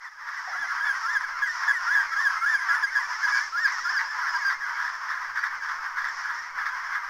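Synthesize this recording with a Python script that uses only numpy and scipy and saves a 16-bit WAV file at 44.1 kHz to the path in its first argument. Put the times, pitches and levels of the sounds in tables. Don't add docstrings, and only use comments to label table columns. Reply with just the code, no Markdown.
import sys
import numpy as np
from scipy import signal
from scipy.fft import rfft, irfft
from scipy.io import wavfile
from scipy.ndimage import uniform_filter1d

SR = 44100
rng = np.random.default_rng(int(sys.argv[2]) if len(sys.argv) > 2 else 0)


def store_pcm(level_fs):
    pcm = np.round(np.clip(level_fs, -1, 1) * 32767).astype(np.int16)
    wavfile.write(sys.argv[1], SR, np.atleast_2d(pcm).T)


N = 312730

# (frequency [Hz], relative gain [dB])
CASE_RESONANCES = [(150, -77), (250, -40), (364, -54), (615, -30.5), (830, -16.5), (978, -3), (1490, -5),
                   (1650, -3), (2230, -16), (2520, -26), (2840, -29.5), (3350, -29.5), (3890, -35.5),
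                   (5330, -18.5), (9000, -53), (11700, -71), (19800, -120)]
PEEP_ATTACK_S = 0.004


def undb(db):
    return 10 ** (np.asarray(db) / 20)


def level(x, db):
    return x * undb(db) / np.sqrt(np.mean(x ** 2))


def colour(x, table):
    hz, db = np.transpose(table)
    bins = np.maximum(np.arange(len(x) // 2 + 1) * SR / len(x), 1)
    gain_db = np.interp(np.log(bins), np.log(hz), db)
    return irfft(rfft(x) * undb(gain_db), len(x))


def ring(x, hz, width_hz):
    return signal.lfilter(*signal.iirpeak(hz, hz / width_hz, fs=SR), x)


def walk(rate):
    k = int(SR / rate)
    held = np.repeat(rng.standard_normal(N // k + 1), k)
    smooth = uniform_filter1d(uniform_filter1d(held, k), k)
    return level(smooth[:N], 0)


def unsteadiness(length, step):
    return signal.resample(rng.standard_normal(length // step + 2), length)


def highpass(x, hz):
    return signal.sosfiltfilt(signal.butter(4, hz, "high", fs=SR, output="sos"), x)


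def add(out, x, s):
    i = max(int(s * SR), 0)
    out[i:i + len(x)] += x[:max(len(out) - i, 0)]


def far_calls(count, spread_db, wobble):
    out = np.zeros(N)
    for at, size, long, pitch, bend, slope in rng.random((count, 6)):
        u = np.linspace(0, 1, int((0.03 + 0.07 * long) * SR))
        low = pitch < 0.65
        base_hz = 160 + 400 * pitch if low else 2100 * pitch
        hz = base_hz * (1 + 0.2 * bend * np.sin(np.pi * u) + 0.4 * (slope - 0.7) * u)
        shake = unsteadiness(len(u), 150)
        phase = np.cumsum(hz * (1 + wobble * (1 + low) * shake)) / SR
        order = np.arange(max(int(600 / hz.mean()), 1), int(7500 / hz.max()) + 1)
        partials = np.cos(2 * np.pi * phase[:, None].astype(np.float32) * order.astype(np.float32))
        voice = partials.sum(1) / np.sqrt(len(order))
        loudness = undb(spread_db * np.log(size + 0.035))
        add(out, voice * np.sin(np.pi * u) * loudness, at * (N / SR + 0.1) - 0.1)
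    return level(out, 0)


def colony():
    # (time [s], body gain [dB], shrill and surf gain [dB])
    crowd_gains = [(0.0, -46.5, -54.5), (0.26, -40.5, -51.5), (0.49, -34.5, -44.5), (1.03, -33, -45.5),
                   (1.24, -34, -43.5), (2.03, -31.5, -44), (2.92, -32.5, -42), (3.14, -33, -42),
                   (3.43, -32, -41), (5.35, -35, -47), (7.09, -35.5, -50)]
    s, body_db, shrill_db = np.transpose(crowd_gains)
    t = np.arange(N) / SR
    voices = far_calls(count=800, spread_db=2.2, wobble=0.018)
    blend = colour(voices + level(rng.standard_normal(N), -4), CASE_RESONANCES)
    shrill = highpass(blend, 3900)
    surf = highpass(colour(rng.standard_normal(N), CASE_RESONANCES), 2400)
    body_swell = undb(np.interp(t, s, body_db) + 0.8 * walk(7))
    body = level(blend - shrill, 1.5) * body_swell
    shrill_swell = undb(np.interp(t, s, shrill_db) + 2.0 * walk(8.8))
    return body + (level(shrill, -4.5) + level(surf, -7)) * shrill_swell


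def wind():
    # (frequency [Hz], relative gain [dB])
    rumble_spectrum = [(15, 8.5), (30, -4), (70, -9), (200, -15), (450, -12.5), (600, -3.5), (900, -90)]
    # (time [s], level before the shared gain [dB], ring frequency [Hz])
    bumps = [(.47, -51, 780), (.54, -64.5, 710), (0.589, -82, 248), (.62, -65.5, 775)]
    # (time [s], gain [dB])
    opening_gain = [(0, -4), (.25, 8), (.45, 2), (.55, 15.5)]
    gusts = undb(1.5 * walk(25))
    out = level(colour(rng.standard_normal(N) * gusts, rumble_spectrum), -77.5)
    t = np.arange(4000) / SR
    for s, db, hz in bumps:
        burst = rng.standard_normal(len(t)) * np.exp(-t / 0.025) * np.clip(t / 0.006, 0, 1)
        add(out, level(ring(ring(burst, hz, 170), hz, 180), db), s)
    return out * undb(np.interp(np.arange(N) / SR, *np.transpose(opening_gain)))


def whistle(hz, second_db, third_db):
    overtones_db = [-19, -18, -31.5]
    first_partial_peak = 1665, 200, 5.3
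    # (frequency [Hz], gain [dB])
    overtone_pass = [(2600, -12), (3450, 3), (4000, -16), (4800, 6), (5500, 5), (7200, 0.5), (8000, 1)]
    peak_hz, width_hz, peak_db = first_partial_peak
    unsteady_hz = hz * (1 + 0.0038 * unsteadiness(len(hz), 200))
    phase = 2 * np.pi * np.cumsum(unsteady_hz) / SR
    lift_db = peak_db / (1 + ((hz - peak_hz) / width_hz) ** 2)
    out = np.sin(phase)
    for k, base_db in enumerate(overtones_db, 2):
        patchy_db = 3.27 * unsteadiness(len(hz), 250)
        pass_db = np.interp(k * hz, *np.transpose(overtone_pass))
        partial_db = base_db - lift_db + pass_db + patchy_db + second_db * (k == 2) + third_db * (k == 3)
        out = out + undb(partial_db) * np.sin(k * phase)
    return np.sqrt(2) * out


def peep(s, length, first_hz, middle_hz, last_hz, db, swell_db, beat):
    loudest_pitch = 1624, 137, 9.9
    # (time [s], gain [dB])
    third_partial_gain = [(.5, -14), (2, -11.5), (3.2, -2.5), (3.6, -0.5), (3.9, 0), (4.05, 13), (4.2, -7),
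                          (4.29, 11), (4.34, -5), (4.7, 0)]
    release_s, beat_hz, beat_end_s = 0.016, 121, 0.055
    pointed = 1.8
    second_fade_db_per_s = 2.5
    age = np.arange(0, PEEP_ATTACK_S + length + release_s / 2, 1 / SR)
    u = np.clip((age - PEEP_ATTACK_S) / length, 0, 1)
    glide_hz = first_hz + (last_hz - first_hz) * u
    bend_hz = (middle_hz - (first_hz + last_hz) / 2) * np.abs(np.sin(np.pi * u)) ** pointed
    hz = glide_hz + bend_hz
    peak_hz, width_hz, peak_db = loudest_pitch
    loudness_db = db + swell_db * (u - 0.5) + peak_db / (1 + ((hz - peak_hz) / width_hz) ** 2)
    ends = np.clip(np.minimum(age / PEEP_ATTACK_S, (age[-1] - age) / release_s), 0, 1)
    depth = beat * np.clip(np.minimum(age / 0.016, (beat_end_s - age) / 0.01), 0, 1)
    beating = 1 + depth * np.cos(2 * np.pi * beat_hz * (age - 0.01))
    third_db = np.interp(s, *np.transpose(third_partial_gain))
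    voice = whistle(hz, -second_fade_db_per_s * s, third_db)
    return voice * undb(loudness_db) * ends * beating


def chicks():
    # (time [s], length [s], first pitch [Hz], middle pitch [Hz], last pitch [Hz],
    #  base level [dB], swell from start to end [dB], depth of hoarse beating [0-1])
    peep_calls = [ (0.047, 0.036, 2000, 1810, 1730, -43, 0, 0), (0.37, 0.032, 2020, 1940, 1920, -42, -4, 0),
                  (0.533, 0.032, 1350, 1410, 1510, -35, -4, 0),
                  (0.562, 0.086, 1600, 1735, 1573, -40, 11, 0),
                  (0.801, 0.12, 1574, 1730, 1585, -35, 6, 0.08),
                  (0.951, 0.031, 1930, 1864, 1850, -39, -10, 0.06),
                  (1.029, 0.049, 1304, 1330, 1420, -31, 5, 0), (1.05, .083, 1095, 1040, 990, -40.5, 5, 0),
                  (1.085, 0.094, 1637, 1830, 1594, -32.5, 7, 0),
                  (1.195, 0.04, 1110, 1002, 1015, -39, 4, 0.1), (1.204, .08, 2033, 1650, 1250, -41, -4, 0),
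                  (1.423, 0.034, 1676, 1645, 1610, -32, -5, 0.5),
                  (1.463, 0.056, 2030, 1840, 1790, -31.5, 3, 0),
                  (1.681, 0.042, 1732, 1680, 1637, -28, -6, 0.53),
                  (1.735, 0.0475, 2050, 1890, 1770, -30, 3, 0),
                  (1.869, 0.033, 1356, 1407, 1510, -28.5, 4, 0.08),
                  (1.908, 0.057, 1616, 1730, 1780, -30.5, 0.5, 0),
                  (1.954, 0.06, 1675, 1650, 1585, -30.5, -2, 0.34),
                  (2, .035, 1990, 1870, 1816, -34, 0.5, 0.08), (2.121, 0.041, 1325, 1340, 1410, -34, -6, 0),
                  (2.165, 0.12, 1602, 1820, 1595, -30.5, 6, 0),
                  (2.204, 0.029, 1120, 1080, 1053, -34.5, -10.5, 0),
                  (2.299, 0.023, 1103, 1043, 1077, -38, -2, 0.1),
                  (2.365, 0.072, 2063, 2090, 2200, -38.5, 0, 0),
                  (2.359, 0.039, 1335, 1293, 1272, -35.5, -8, 0),
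                  (2.413, 0.041, 1330, 1357, 1430, -27.5, 9, 0), (2.462, .046, 1622, 1728, 1760, -31, 0, 0),
                  (2.488, .077, 1825, 1769, 1580, -29.5, 3, 0.08),
                  (2.576, .03, 2295, 2110, 1930, -38.5, 2, 0),
                  (2.684, 0.069, 1312, 1375, 1503, -30.5, 5, 0),
                  (2.69, 0.041, 1732, 1647, 1633, -31.5, -5, 0.46),
                  (2.749, 0.048, 1690, 1764, 1765, -35, -5, 0.1),
                  (2.73, 0.0288, 2080, 1956, 1850, -33, 6, 0.1),
                  (2.827, .031, 1760, 1630, 1610, -29.5, -1, 0),
                  (2.873, .03, 2037, 2115, 2260, -35.5, -5, 0),
                  (2.956, 0.037, 1702, 1638, 1667, -30.5, -5, 0.65),
                  (2.989, 0.034, 1093, 1023, 914, -39, -15.5, 0),
                  (3.001, .055, 2039, 1805, 1710, -35, -6, 0),
                  (3.232, 0.033, 1744, 1650, 1585, -31, -2, 0.2),
                  (3.269, 0.021, 990, 984, 970, -36, -6, 0.06),
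                  (3.321, 0.085, 2255, 2280, 2320, -40, -1.5, 0.04),
                  (3.325, 0.07, 1664, 1633, 1675, -34, -1, 0.36),
                  (3.41, 0.073, 1716, 1830, 1645, -40, -14, 0),
                  (3.525, 0.046, 1310, 1360, 1450, -31, 9, 0.1),
                  (3.575, .095, 1645, 1863, 1580, -30.5, 10, 0.06),
                  (3.722, 0.053, 2058, 1890, 1750, -36.5, -5, 0.08),
                  (3.854, 0.033, 1377, 1393, 1520, -29, 1, 0.08),
                  (3.89, 0.025, 1596, 1750, 1780, -32.5, 0, 0.1),
                  (3.925, 0.063, 1803, 1750, 1536, -34, 10, 0.1),
                  (4.011, 0.038, 952, 913, 900, -38.5, 1, 0), (4.044, 0.11, 1623, 1750, 1560, -53, -13, 0),
                  (4.292, .07, 1684, 1720, 1670, -45.5, -11, 0),
                  (4.185, 0.046, 994, 987, 1003, -35.5, 0, 0), (4.215, 0.042, 1630, 1455, 1340, -34, 10, 0),
                  (4.326, 0.058, 999, 954, 1020, -33.5, 1, 0.1),
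                  (4.341, 0.034, 1692, 1616, 1576, -35, 4, 0), (4.39, 0.051, 1947, 1737, 1600, -37.5, 1, 0),
                  (4.451, .052, 1596, 1609, 1560, -31.5, 2, 0.1),
                  (4.513, 0.022, 2083, 1840, 1780, -45, -10, 0),
                  (5.384, 0.032, 1512, 1530, 1600, -39.5, -12, 0.08),
                  (6.086, .028, 1796, 1830, 1730, -38, -9, 0), ]
    wheeze_hz, wheeze_db, wheeze_s = 10150, -39.5, 0.0293
    out = np.zeros(N)
    for row in peep_calls:
        add(out, peep(*row), row[0] - PEEP_ATTACK_S)
    hold = np.exp(-1 / (wheeze_s * SR))
    effort = np.sqrt(signal.lfilter([1 - hold], [1, -hold], out ** 2))
    air = ring(ring(rng.standard_normal(N), wheeze_hz, 640), wheeze_hz, 810)
    fading = np.clip((3.6 - np.arange(N) / SR) / 0.37, 0, 1)
    ragged = undb(2 * walk(15))
    return out + level(air, wheeze_db) * effort * fading * ragged


def bray(length, throat_hz, jitter=0.06, breath=1.8, sag=0.2):
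    pulse_hz = 239
    t = np.arange(int(length * SR)) / SR
    timing, strength = rng.standard_normal((60, 2)).T
    slowing = 1 + sag * (np.arange(60) / (pulse_hz * length) - 0.5)
    at = (np.cumsum(slowing + jitter * timing) * SR / pulse_hz).astype(int)
    inside = at < len(t)
    pulses = np.zeros(len(t))
    pulses[at[inside]] = undb(2 * strength)[inside]
    puffs = signal.lfilter([1], [1, -0.992], pulses) * rng.standard_normal(len(t))
    source = level(pulses, 0) + breath * level(puffs, 0)
    voice = source + undb(17.5) * ring(source, throat_hz, 440)
    second = ring(source, 2 * throat_hz, 510)
    voice = voice + undb(17) * second
    return level(colour(voice, CASE_RESONANCES), 0) * np.sin(np.pi * (t / length) ** 0.73)


def adults():
    # (time [s], level before the swell and fade [dB], length [s], throat resonance [Hz])
    bray_syllables = [(0.263, -35.5, 0.093, 1900), (0.33, -38, 0.12, 1860), (0.653, -35.5, 0.17, 1735),
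                      (0.751, -32.5, 0.088, 1590), (1.183, -34, 0.094, 1710), (1.5943, -30, 0.11, 1750),
                      (2.011, -31.5, 0.052, 1660), (2.6, -39, 0.077, 1751), (3.009, -34, 0.069, 1675),
                      (3.266, -26, 0.063, 1750), (3.656, -26, 0.078, 1980), (3.982, -25, 0.0565, 1930),
                      (4.165, -32, 0.063, 1730), (4.2543, -28.5, 0.074, 1800), (4.4914, -25.5, 0.065, 1820),
                      (4.633, -33, 0.13, 1610), (4.764, -28, 0.092, 1630), (4.836, -28.5, 0.085, 1760),
                      (5.0813, -28, 0.084, 1770), (5.147, -36, 0.083, 1750), (5.3518, -27.5, 0.087, 1750),
                      (5.4242, -25, 0.069, 1800), (5.6155, -35, 0.081, 1600), (5.671, -31, 0.077, 1720),
                      (5.9603, -28.5, 0.089, 1730), (6.0283, -28.5, 0.088, 1770),
                      (6.2177, -33.5, 0.092, 1580), (6.2854, -29, 0.068, 1670), (6.572, -29, 0.058, 1710),
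                      (6.65, -27.5, 0.062, 1810), (6.9136, -29.5, 0.093, 1720)]
    out = np.zeros(N)
    for s, db, length, throat_hz in bray_syllables:
        add(out, undb(db) * bray(length, throat_hz), s)
    return out


def scatter(near):
    smear = rng.standard_normal(4000) * np.exp(-np.arange(4000) / SR / 0.05)
    smear = smear / np.sqrt(np.sum(smear ** 2))
    return undb(-13) * signal.fftconvolve(near, smear)[:N]


def scene():
    near = chicks() + adults()
    return (near + scatter(near) + colony() + wind())[None]


def record(dry):
    loud = np.sqrt(np.maximum(uniform_filter1d(dry ** 2, size=200), 0))
    # (frequency [Hz], gain [dB])
    grit_spectrum = [(300, -4.0), (8000, 4.0), (10200, 2.0), (11200, 4), (16000, 2.5)]
    grit = (undb(-36) * loud + undb(-84)) * colour(rng.standard_normal(N), grit_spectrum)
    top_cut = signal.ellip(14, 0.5, 60, 15720, fs=SR, output="sos")
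    return signal.sosfilt(top_cut, dry + grit)


dry = scene()
out = record(dry)
store_pcm(out)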